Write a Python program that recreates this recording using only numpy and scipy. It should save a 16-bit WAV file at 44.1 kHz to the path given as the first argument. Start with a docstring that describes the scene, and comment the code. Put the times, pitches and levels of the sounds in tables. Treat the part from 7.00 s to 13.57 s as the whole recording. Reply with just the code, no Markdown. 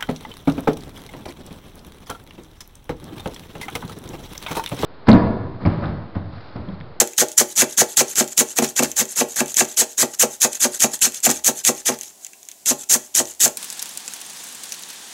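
"""A kitchen knife shreds cabbage on a plastic board, about five strokes a second, with one pause to regather.
Crisp cells and ribs fail by brittle fracture, so each cut is a swarm of tiny impulses over a duller tearing.
The landing edge excites the damped modes of board and blade; on the way up, wet shreds crackle by stick-slip.
The microphone is close, in a small hard kitchen with a short reverberation and a faint hum and hiss."""
import sys
import numpy as np
from scipy import signal
from scipy.fft import rfft, irfft
from scipy.io import wavfile
from scipy.ndimage import uniform_filter1d

SR = 44100
rng = np.random.default_rng(int(sys.argv[2]) if len(sys.argv) > 2 else 0)


def dump(signal):
    """Clip the signal to [-1, 1] and save it as 16-bit WAV at the path in sys.argv[1]."""
    limited = np.clip(np.atleast_2d(signal).T, -1, 1)
    pcm = np.round(limited * 32767).astype(np.int16)
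    wavfile.write(sys.argv[1], SR, pcm)


N = 289737
TIME = np.arange(N) / SR
TOP_HZ = 15650  # upper band limit


def undb(db):
    """Amplitude ratio of a level in decibels."""
    return 10 ** (np.asarray(db) / 20)


def unit(x):
    """Normalisation to unit energy."""
    return x / np.sqrt(np.sum(x ** 2))


def fade(t, t60):
    """Exponential decay, 60 dB in t60 seconds."""
    return np.exp(-np.log(1000) * t / t60)


def add(out, s, sound):
    """Superposition of a sound at time s."""
    i = max(int(s * SR), 0)
    out[i:i + len(sound)] += sound[:max(N - i, 0)]


def colour(x, spectrum, size=2048):
    """Minimum-phase filtering by the folded cepstrum; white input keeps its power."""
    hz, db = np.transpose(spectrum)
    bins = np.maximum(np.fft.rfftfreq(size, 1 / SR), 1)
    magnitude = undb(np.interp(np.log(bins), np.log(hz), db))
    cepstrum = irfft(np.log(magnitude))
    cepstrum[1:size // 2] *= 2
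    cepstrum[size // 2 + 1:] = 0
    response = unit(irfft(np.exp(rfft(cepstrum))))
    return signal.fftconvolve(x, response)[:len(x)]


def swell(times, dbs, edge_s):
    """Amplitude envelope, piecewise linear in decibels, ramped at both ends."""
    ramp = np.clip(np.minimum(TIME - times[0], times[-1] - TIME) / edge_s + .5, 0, 1)
    gain, on = np.zeros(N), ramp > 0
    gain[on] = ramp[on] * undb(np.interp(TIME[on], times, dbs))
    return gain


def pips(spectrum, ring_s, even_s, count=12000):
    """Free vibration: each bursting cell or vein pings at its own pitch; mean power levelled to one."""
    out = np.zeros(N)
    t = np.arange(SR // 40) / SR
    decay = fade(t, ring_s)
    for when, pitch, size in rng.random((count, 3)):
        add(out, when * N / SR, (.5 + size) * np.sin(2 * np.pi * pitch * TOP_HZ * t) * decay)
    out = colour(out, spectrum)
    return out / np.sqrt(uniform_filter1d(out ** 2, int(even_s * SR)) + 1e-9)


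def bursts(per_s, spread_db, ring_s, even_s):
    """Poisson process: fibres give way in unequal noise bursts; mean power levelled to one."""
    sizes = undb(spread_db * np.minimum(rng.exponential(size=N), 4))
    impulses = sizes * (rng.random(N) < per_s / SR)
    t = np.arange(SR // 50) / SR
    power = np.maximum(signal.fftconvolve(impulses ** 2, fade(t, ring_s) ** 2)[:N], 0) + 1e-9
    return rng.standard_normal(N) * np.sqrt(power / uniform_filter1d(power, int(even_s * SR)))


# Spectra of bursting cells, torn fibres and fine spray: f/Hz, density level/dB
CELL_SPECTRUM = [(60, -55), (200, -25.5), (500, -26.5), (1000, -43), (3000, -13), (4800, -15.5), (5700, -8),
                 (6400, 1), (7500, -1.5), (8700, -10), (12000, -12.5), (14000, -17), (16000, -43)]
FIBRE_SPECTRUM = [(25, -59), (60, -17.5), (150, -3.5), (400, -5.5), (800, -2.5), (1100, -5), (1700, 3.5),
                  (2600, -4.5), (4000, 0.5), (6000, 2.5), (12000, -10)]
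SPRAY_SPECTRUM = [(60, -56), (5000, -51), (8000, 12.5), (9500, 1.5), (12000, 10), (14000, -9), (16000, 12)]
# Knife strokes: entry t/s, landing t/s, crunch level/dB, first bite/dB re crunch, spray/dB re crunch,
# knock level/dB, thud/dB re knock, clack level/dB, rubbing level/dB
KNIFE_STROKES = [(.002, 0.011, -11, 10, -5, -23.5, -7.5, -31, -41),
                 (0.18, 0.215, -12, -1, 4, -22, -10.5, -41, -36),
                 (0.377, .409, -12, 4, 2.5, -25.5, -3, -38, -31),
                 (0.562, 0.62, -11, -9.5, -16, -23, -3.5, -22, -29.5),
                 (0.776, 0.814, -10.5, -2.5, 2, -24, -9, -45, -29.5),
                 (0.97, 1.006, -11, 1.5, 3, -24.5, -4.5, -22.5, -25.5),
                 (1.158, 1.207, -13, -9.5, -3, -25.5, -0.5, -52, -34.5),
                 (1.374, 1.406, -11, -4.5, 4, -26, -2, -52, -28.5),
                 (1.561, 1.587, -21, -9, 12, -25, 1, -24, -27),
                 (1.762, 1.794, -17.5, -4.5, -12, -25, 2.5, -22.5, -34),
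                 (1.966, 2.012, -14.5, -5.5, 6, -33.5, -1, -51, -27.5),
                 (2.16, 2.211, -16.5, -5.5, -10, -25.5, 1, -23, -30),
                 (2.36, 2.405, -19.5, -3, -16, -25.5, 3, -21.5, -28),
                 (2.565, 2.609, -11.5, -6.5, -16, -25.5, -2, -21, -29.5),
                 (2.772, 2.815, -11, -4.5, 0, -31.5, -3, -36, -35.5),
                 (2.979, 3.027, -13, -4, -2, -26, -1.5, -58, -37),
                 (3.195, 3.231, -11.5, -0.5, 4, -24.5, -4, -45, -30.5),
                 (3.409, 3.448, -11, -7.5, -1, -27, -3.5, -29, -26),
                 (3.603, 3.65, -12, -8, -12, -27.5, 0, -28, -25.5),
                 (3.799, 3.843, -11, -10.5, -6, -26.5, 0.5, -23.5, -26.5),
                 (4.016, 4.062, -12, 0.5, -18, -40, 5, -55, -27),
                 (4.235, 4.265, -10, -6, -3, -26.5, 1, -26, -27),
                 (4.446, 4.485, -10.5, -10, 7, -29, -0.5, -50, -26),
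                 (4.644, 4.689, -10.5, -14, -8, -26.5, -0.5, -25, -31),
                 (4.857, 4.89, -14.5, -5, -15, -27, -1.5, -30, -44),
                 (5.662, 5.709, -12.5, -6, -18, -30.5, 1.5, -35, -31),
                 (5.897, 5.949, -10.5, -3.5, 5, -33.5, 0.5, -53, -39),
                 (6.149, 6.199, -12.5, -4, -4, -30, 0, -42, -31),
                 (6.403, 6.458, -10, -4, 5.5, -30.5, -2, -53, -47)]
# The heel of the blade drops after some strokes: t/s, crunch level/dB, knock level/dB
HEEL_DROPS = [(1.621, -24, -26.5), (1.823, -23.5, -27.5), (4.29, -20.5, -28), (4.918, -38.5, -40)]


def cutting():
    """Brittle fracture: the edge bursts cells, and fibres tear more as the pile is compressed."""
    lag_s, bite_s, press_s, graze_s = .001, .004, .032, .008
    midway_db, pinch_db, press_db, release_db = -1.05, -0.06, -15, -25
    squeeze_db = 3 * np.array([-3.0, -1.6, -1.5, 0.08, 1.2, -1.0])
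    heel_s, heel_bite_db, heel_spray_db = .025, 2.5, -21
    cuts = [(enters, lands + lag_s, db, bite_db, spray_db)
            for enters, lands, db, bite_db, spray_db, *_ in KNIFE_STROKES]
    cuts += [(s, s + heel_s, db, heel_bite_db, heel_spray_db) for s, db, _ in HEEL_DROPS]
    crisp, dull, fine = np.zeros((3, N))
    for start, end, db, bite_db, spray_db in cuts:
        descent = np.interp([0, 1 / 6, 1 / 2, 7 / 8], [0, 1], [start, end])
        times = [*descent, end + press_s / 2, end + press_s]
        shape_db = np.array([bite_db, bite_db, midway_db, pinch_db, press_db, release_db])
        push = swell(times, db + shape_db, edge_s=bite_s)
        graze = swell([start - graze_s, start], [db - 24, db - 14], edge_s=0.0013)  # loose top shreds
        tear_db = -10.5 + 0.49 * db - 0.92 * start  # falls as the knife reaches crisper leaves
        crisp = np.maximum(crisp, push + graze)
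        fine = np.maximum(fine, push * undb(spray_db))
        dull = np.maximum(dull, swell(times, tear_db + shape_db + squeeze_db, edge_s=bite_s))
    cells = crisp * pips(CELL_SPECTRUM, ring_s=.018, even_s=.008)
    cracks = crisp * bursts(per_s=1500, spread_db=0.5, ring_s=0.0033, even_s=0.0042)
    spray = fine * bursts(per_s=3700, spread_db=5, ring_s=0.0052, even_s=0.013)
    fibres = dull * bursts(per_s=1200, spread_db=2.5, ring_s=0.0043, even_s=0.021)
    veins = dull * pips(FIBRE_SPECTRUM, ring_s=.025, even_s=.012)
    return (undb(-3) * cells + undb(-2.5) * colour(cracks, CELL_SPECTRUM)
            + undb(-10) * colour(spray, SPRAY_SPECTRUM)
            + undb(-1.5) * colour(fibres, FIBRE_SPECTRUM) + undb(-4.5) * veins)


# Spectrum of the ambient noise: f/Hz, density level/dB
KITCHEN_SPECTRUM = [(18, -38), (30, -25), (117, -16.5), (389, -8), (479, -14.5), (787, -4.5), (874, -20),
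                    (996, -9.5), (1230, -20), (3230, -15), (4540, -14), (7080, -6), (8720, -10),
                    (15500, -16)]


def kitchen_noise():
    """Stationary filtered noise: the faint hum and hiss of the kitchen."""
    return undb(-49) * colour(rng.standard_normal(N), KITCHEN_SPECTRUM)


def landings():
    """Impacts that excite blade and board: t/s, knock level/dB, thud/dB re knock, clack level/dB."""
    heel_thud_db, heel_clack_db = 4.5, -39
    edges = [(lands, db, thud_db, clack_db) for _, lands, *_, db, thud_db, clack_db, _ in KNIFE_STROKES]
    return edges + [(s, db, heel_thud_db, heel_clack_db) for s, _, db in HEEL_DROPS]


# Modes of the steel blade, damped by the hand: f/Hz, level/dB, T60/s
BLADE_MODES = [(1630, -3, 0.071), (2017, 8.5, 0.013), (2338, 4, 0.034), (2610, 3, 0.034), (2742, -1, 0.11),
               (3480, -19, 0.15), (5300, -23, 0.084), (6250, -1.5, 0.056), (8350, -15, 0.045)]
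# Light taps of the blade between strokes: t/s, level/dB
BLADE_TAPS = [(.134, -48), (1.322, -49), (5.265, -54), (5.335, -49)]


def blade_ringing(crunch):
    """Forced and free vibration: the crunch drives the blade's modes, and impacts make them clack."""
    t = np.arange(SR // 6) / SR
    hz, mode_db, t60 = np.transpose(BLADE_MODES)[:, :, None]
    decays = undb(mode_db) * fade(t, t60)  # one row a mode
    response = unit(np.sum(decays * np.sin(2 * np.pi * hz * t), axis=0))
    out = undb(-18) * signal.fftconvolve(crunch, response)[:N]
    contact = fade(t, t60=0.075) * (1 - np.exp(-t / 0.0008))  # the board adds damping
    for s, *_, clack_db in landings() + BLADE_TAPS:
        # The point of contact weights and detunes the modes.
        spot, load, phase = rng.standard_normal((3, len(hz), 1))
        tones = np.sin(2 * np.pi * (hz * (1 + 0.012 * load) * t + phase))
        ring = np.sum(decays * undb(2 * spot) * tones, axis=0)
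        add(out, s - .002, undb(clack_db + 4.5) * ring * contact)
    return out


# Modes of the board on its counter: f/Hz, level/dB, T60/s
BOARD_MODES = [(70.4, -33.5, 0.62), (144, -12.5, 0.22), (164.5, -32, 0.24), (221.9, 4, 0.11),
               (248.3, 7.5, 0.099), (273.8, -7, 0.19), (325.7, -10.5, 0.27), (371.1, -0.3, 0.21),
               (394.5, -11, 0.27), (471, 1, 0.19), (521, -3.5, 0.12), (579, -4, 0.2), (612.5, -8.5, 0.26),
               (637, -4.5, 0.17), (705.5, 0.5, 0.06), (799, -9, 0.21), (772, -0.5, 0.05), (842, -8.5, 0.23),
               (892, -3, 0.1), (858, -26, 0.69), (1070, -7.5, 0.14), (1197, -2.5, 0.062), (1360, -14, 0.15)]
# Spectrum of the edge's blow: f/Hz, density level/dB
BLOW_SPECTRUM = [(25, -48), (50, -26), (150, -5), (250, -20.5), (450, -1.5), (750, 5), (1100, -7.5),
                 (2500, -14.5), (5000, -22), (12000, -39)]


def board_knocking():
    """Impact excitation: a short broadband blow, and plate modes that build up over a few cycles."""
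    modes, blows = np.zeros((2, N))
    t = np.arange(SR // 4) / SR
    hz, mode_db, t60 = np.transpose(BOARD_MODES)[:, :, None]
    build_cycles, thud_hz, upper_hz = .8, 320, 550
    envelopes = fade(t, t60) * (1 - np.exp(-t * hz / build_cycles))
    polarity = (-1) ** np.arange(len(hz))[:, None]
    for s, db, thud_db, _ in landings():
        upper_db = -3 + 0.78 * s  # upper modes gain as the knife works across the board
        band_db = np.where(hz < thud_hz, thud_db, 0) + np.where(hz > upper_hz, upper_db, 0)
        # Each stroke lands on a different spot and loads the board differently.
        spot, load, phase = rng.standard_normal((3, len(hz), 1))
        gains = polarity * undb(mode_db + 2 * spot + band_db)
        tones = np.sin(2 * np.pi * hz * (1 + 0.0096 * load) * t + .5 * phase)
        add(modes, s, undb(db + 3.5) * np.sum(gains * envelopes * tones, axis=0))
        blow = rng.standard_normal(len(t)) * fade(t, t60=0.08) * (1 - np.exp(-t / 0.00023))
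        add(blows, s, undb(db + upper_db / 2 + 7) * blow)
    return modes + colour(blows, BLOW_SPECTRUM)


# Thick ribs breaking, and at 5.266 and 5.333 s the click of the blade lightly tapping the board in the pause:
# t/s, level/dB
RIB_SNAPS = [(.074, -18), (0.134, -26.5), (.181, -9), (0.317, -24), (0.577, -5), (0.971, -8), (1.156, -10),
             (1.17, -18), (1.378, -1), (1.587, -2.5), (1.645, -10.5), (1.765, -14), (1.793, -8),
             (1.834, -6.5), (1.916, -17), (2.054, -24), (2.405, -7.5), (2.481, -21.5), (2.543, -13),
             (2.569, -5.5), (3.418, -2), (3.531, -15), (3.553, -17), (3.804, -5.5), (4.121, -22),
             (4.145, -14.5), (4.302, -8), (4.313, -6.5), (4.445, -7), (4.451, -17), (4.65, -3.5),
             (4.869, -6.5), (4.988, -22.5), (5.011, -17.5), (5.033, -18), (5.266, -25), (5.333, -33),
             (5.43, -32), (5.487, -21.5), (5.585, -49), (5.659, -9.5), (6.151, -7), (6.16, -10),
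             (6.411, -10), (6.478, -14)]
# Spectrum of a snap's dull tail: f/Hz, density level/dB
RIB_SPECTRUM = [(100, -19), (1200, -21), (1800, -4), (3200, 2), (4500, -4), (12000, -5.5)]


def snapping():
    """Fracture transients: a rib or loose shred breaks, or the blade lightly taps the board, with a click, a
    ping and a dull tail."""
    bright, dull = np.zeros((2, N))
    t = np.arange(SR // 30) / SR
    strays_per_s, stray_db, scatter_db = 10, -29, 10
    strays = [(when * N / SR, stray_db + scatter_db * (2 * size - 1))
              for when, size in rng.random((int(strays_per_s * N / SR), 2))]
    for s, db in RIB_SNAPS + strays:
        click, tail = undb(db) * rng.standard_normal((2, len(t)))
        ping_hz = rng.uniform(5240, 8170)
        ping = undb(db - 24.5) * np.sin(2 * np.pi * ping_hz * t) * fade(t, t60=0.031)
        add(bright, s, click * fade(t, t60=0.0087) + ping)
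        add(dull, s, tail * fade(t, t60=0.087))
    return colour(bright, CELL_SPECTRUM) + undb(-18.5) * colour(dull, RIB_SPECTRUM)


# The flat of the blade scrapes as it pulls free of the pile: t/s, level/dB
EXIT_SCRAPES = [(1.318, -28.5), (3.136, -27.5), (3.74, -23.5), (3.934, -20), (4.16, -32), (5.827, -33.5)]
# The hand regathers the pile in the pause: start t/s, end t/s, level/dB
HAND_GATHERS = [(5.014, 5.115, -37), (5.21, 5.256, -41)]


def rubbing():
    """Stick-slip friction: wet shreds cling to the rising blade or the hand and slip off in crackles."""
    delay_s, lift_s, scrape_s = 0.07, 0.066, 0.016
    cling_db = np.array([-2.5, -2.5, 0, -17.5])  # strongest just before the shreds let go
    lifts = [(lands + delay_s, lands + delay_s + lift_s, db) for _, lands, *_, db in KNIFE_STROKES]
    moves = lifts + HAND_GATHERS
    exits = sum(swell([s, s + scrape_s], [db, db], edge_s=0.006) for s, db in EXIT_SCRAPES)
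    crisp = sum(swell(np.linspace(start, end, 4), db + cling_db, edge_s=0.019)
                for start, end, db in moves)
    crisp = np.maximum(crisp, exits)
    dull = sum(swell([start, end], [db - 4.5, db], edge_s=0.01) for start, end, db in moves)
    dull = np.maximum(undb(-16.5) * dull, undb(-11) * exits)
    slips = bursts(per_s=700, spread_db=1.5, ring_s=0.018, even_s=0.049)
    cells = undb(-4.5) * crisp * pips(CELL_SPECTRUM, ring_s=.02, even_s=.02, count=9000)
    crackle = undb(-7.5) * colour(crisp * slips, CELL_SPECTRUM)
    return cells + crackle + colour(dull * slips, FIBRE_SPECTRUM)


def room(x, wet_db, low_t60, high_t60, split_hz):
    """Reverberation: tiles and cupboards return a diffuse tail after 4 ms, decaying in two bands."""
    t = np.arange(SR * 3 // 4) / SR
    noise = rng.standard_normal(len(t))
    low = signal.sosfilt(signal.butter(2, split_hz, fs=SR, output="sos"), noise)
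    high = signal.sosfilt(signal.butter(2, split_hz, "high", fs=SR, output="sos"), noise)
    onset = np.clip(t / 0.004 - 1, 0, 1)
    tail = (low * fade(t, low_t60) - high * fade(t, high_t60)) * onset
    return x + undb(wet_db) * signal.fftconvolve(x, unit(tail))[:N]


def scene():
    """Superposition of cabbage, blade and board in the kitchen, in one channel."""
    cabbage = cutting() + rubbing() + snapping()
    direct = cabbage + blade_ringing(cabbage) + board_knocking()
    reverberant = room(direct, wet_db=-17.0, low_t60=0.32, high_t60=0.26, split_hz=2200)
    return (reverberant + kitchen_noise())[None]


def record(dry):
    """Band limiting and saturation: the microphone sheds deep bass, clips peaks and cuts the top."""
    lean = signal.sosfilt(signal.butter(2, 55, "high", fs=SR, output="sos"), dry)
    clipped = np.clip(lean, -.92, .92)
    return signal.sosfilt(signal.ellip(10, .1, 80, TOP_HZ, fs=SR, output="sos"), clipped)


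dry = scene()
out = record(dry)
dump(out)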